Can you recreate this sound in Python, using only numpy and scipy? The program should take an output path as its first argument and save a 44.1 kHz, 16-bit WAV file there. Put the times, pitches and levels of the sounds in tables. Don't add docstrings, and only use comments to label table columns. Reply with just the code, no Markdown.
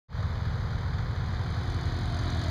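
import sys
import numpy as np
from scipy.fft import rfft, irfft, next_fast_len
from scipy.io import wavfile
from scipy.ndimage import map_coordinates

SR = 44100
rng = np.random.default_rng(int(sys.argv[2]) if len(sys.argv) > 2 else 0)


def master(y):
    cut = np.clip(np.atleast_2d(y).T, -1, 1)
    pcm = np.round(cut * 32767)
    wavfile.write(sys.argv[1], SR, pcm.astype(np.int16))


N = 110250


def amp(db):
    return 10 ** (np.asarray(db) / 20)


def unit(x):
    return x / np.sqrt(np.mean(x ** 2) + 1e-20)


def along(points, hz):
    f, v = np.transpose(points)
    return np.interp(np.log(hz + 1), np.log(f + 1), v)


def curves(rows):
    times, *columns = np.transpose(rows)
    return [np.interp(np.arange(N) / SR, times, column) for column in columns]


def wobble(rate):
    return map_coordinates(rng.standard_normal(N // 100), [np.arange(N) * rate / SR + 2], mode="wrap")


def filtered(x, response):
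    size = next_fast_len(N + SR // 2)
    return irfft(rfft(x, size) * response(np.fft.rfftfreq(size, 1 / SR)), size)[:N]


def noise(spectrum):
    return unit(filtered(rng.standard_normal(N), lambda hz: amp(along(spectrum, hz))))


def tone(db, angle):
    return np.sqrt(2) * amp(db) * np.sin(angle + 2 * np.pi * rng.random())


def puffs(rate, decay_s, scatter_db, attack_s):
    turns = np.cumsum(rate) / SR
    age = turns % 1 / rate
    strength = amp(scatter_db * rng.standard_normal(N)[turns.astype(int)])
    return unit(strength * (1 - np.exp(-age / attack_s)) * np.exp(-age / decay_s))


# f/Hz, level/dB
WHINE_TONES = [(11540, -93), (13965, -88), (14565, -92)]
def whine(flicker_hz=26.6):
    t = np.arange(N) / SR
    flicker = 1 + np.cos(2 * np.pi * flicker_hz * t)
    return sum(amp(db) * unit(flicker * np.sin(2 * np.pi * hz * t)) for hz, db in WHINE_TONES)


# f/Hz, level/dB
AIRFIELD_COLOUR = [(10, -27), (26, -12), (42, 2.5), (62, 1), (100, -0.5), (150, -5), (200, -10), (320, -24),
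                   (1000, -16), (4000, -33.5), (8000, -59), (15000, -57.5)]
def airfield():
    return amp(-37.5) * noise(AIRFIELD_COLOUR)


FIRING_HZ = [39.7, 54.2, 33.95]
# level/dB at 1, 2, 3 and 4 times its firing rate
IDLE_LEVELS = [(-46.5, -35.5, -37.5, -47.5), (-54, -42, -46.5, -55), (-59, -43.5, -42, -63)]
def idling_engines():
    throb = np.zeros(N)
    for firing_hz, levels in zip(FIRING_HZ, IDLE_LEVELS):
        angle = 2 * np.pi * np.cumsum(firing_hz * (1 + 0.0018 * wobble(3.2))) / SR
        for multiple, db in enumerate(levels, 1):
            throb += tone(db + 0.52 * wobble(3), multiple * angle)
    return throb


# f/Hz, level/dB
CLATTER_COLOUR = [(150, -11), (330, -18), (480, -2), (680, -6), (1000, 0.5), (1400, 3), (1900, -1),
                  (2400, -11.5), (4200, -8), (5200, -10.5), (6500, -18.5), (9000, -38), (15000, -58)]
def idle_clatter():
    firings = puffs(np.full(N, FIRING_HZ[0]), decay_s=0.01, scatter_db=3.5, attack_s=0.00085)
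    return amp(-47.5) * noise(CLATTER_COLOUR) * unit(firings + 0.78)


# f/Hz, level/dB
HISS_COLOUR = [(200, -38), (1500, -16), (3000, 1.5), (4300, 5), (5500, -14), (7500, -22), (12000, -28),
               (15000, -33)]
def close_hiss(approach_db):
    return amp(-50 + 2.2 * approach_db) * noise(HISS_COLOUR)


# f/Hz, level/dB
TICK_COLOUR = [(500, -24), (2500, -6), (4200, 3), (5400, 2), (6300, 5), (8000, -13), (9100, -3.5),
               (10200, -20), (11500, -25), (15000, -30)]
def exhaust_ticks(shaft_hz, approach_db):
    gas = amp(-52.5 + 2.34 * approach_db) * noise(TICK_COLOUR)
    return gas * puffs(shaft_hz, decay_s=0.0023, scatter_db=2.5, attack_s=0.0034)


# f/Hz, level/dB
RUSH_COLOUR = [(20, -3), (60, 0.5), (150, 4), (250, 8.5), (400, -2.5), (520, 0.5), (700, 2), (950, -6.5),
               (1700, 0), (2300, -7), (4200, -3.5), (5000, -6), (6500, -18.5), (9000, -31), (15000, -43)]
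def air_rush(shaft_angle, approach_db, firings_per_turn=2):
    pulsing = 1 + 0.26 * np.cos(firings_per_turn * shaft_angle)
    return amp(-41.5 + approach_db + 0.2 * wobble(6.9)) * unit(noise(RUSH_COLOUR) * pulsing)


# multiple of the shaft rate, level/dB, how strongly it follows the approach
DRONE_TONES = [(1, -49, 0), (2, -35, 0.78), (3, -38.5, .5), (4, -48.5, 1.5), (5, -46.5, 0.6),
               (6, -49.5, 1.12), (7, -52.5, 2), (8, -54.5, 0.96), (9, -68, -0.5), (10, -67.5, -0.67),
               (11, -61, 0.26), (15, -56, 3.3), (16, -61, -0.3)]
def drone(shaft_angle, approach_db):
    return sum(tone(db + swell * approach_db + 0.28 * wobble(8.4), multiple * shaft_angle)
               for multiple, db, swell in DRONE_TONES)


# t/s, f/Hz
SHAFT_RATE = [(0, 48.8), (.4, 48.36), (.8, 47.04), (1.4, 45.74), (2, 44.86), (2.5, 44.1)]
# t/s, level/dB, delay of the ground bounce/ms
APPROACH_PATH = [(0, -9.5, 1.83), (.6, -7, 2.1), (1.15, -7, 2.33), (1.45, -4, 2.56), (1.75, -2, 2.59),
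                 (2.08, -1.5, 2.82), (2.35, .5, 2.94), (2.5, 1, 3.1)]
# f/Hz, gain
GROUND_BOUNCE = [(50, 0.36), (300, 0.55), (700, 0.81), (1500, 0.3), (3000, 0.3)]
def plane():
    shaft_hz, = curves(SHAFT_RATE)
    approach_db, delay_ms = curves(APPROACH_PATH)
    shaft_angle = 2 * np.pi * np.cumsum(shaft_hz) / SR
    direct = drone(shaft_angle, approach_db) + air_rush(shaft_angle, approach_db)
    direct += exhaust_ticks(shaft_hz, approach_db) + close_hiss(approach_db)
    bounce = filtered(direct, lambda hz: along(GROUND_BOUNCE, hz))
    late_bounce = map_coordinates(bounce, [np.arange(N) - delay_ms * SR / 1000])
    return direct + late_bounce


def scene():
    return (plane() + idling_engines() + idle_clatter() + airfield() + whine())[None]


# f/Hz, half width/Hz
TREBLE_NOTCHES = [(2730, 430), (5480, 600), (7900, 590), (10950, 530)]
def record(dry, silent_s=0.083, fade_s=0.096, top_hz=15250):
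    def response(hz):
        notches = [abs(hz - centre) / np.hypot(hz - centre, width) for centre, width in TREBLE_NOTCHES]
        return np.prod(notches, axis=0) * (hz < top_hz)
    fade = np.clip((np.arange(N) / SR - silent_s) / fade_s, 0, 1)
    return filtered(dry[0] * fade, response)[None]


dry = scene()
out = record(dry)
master(out)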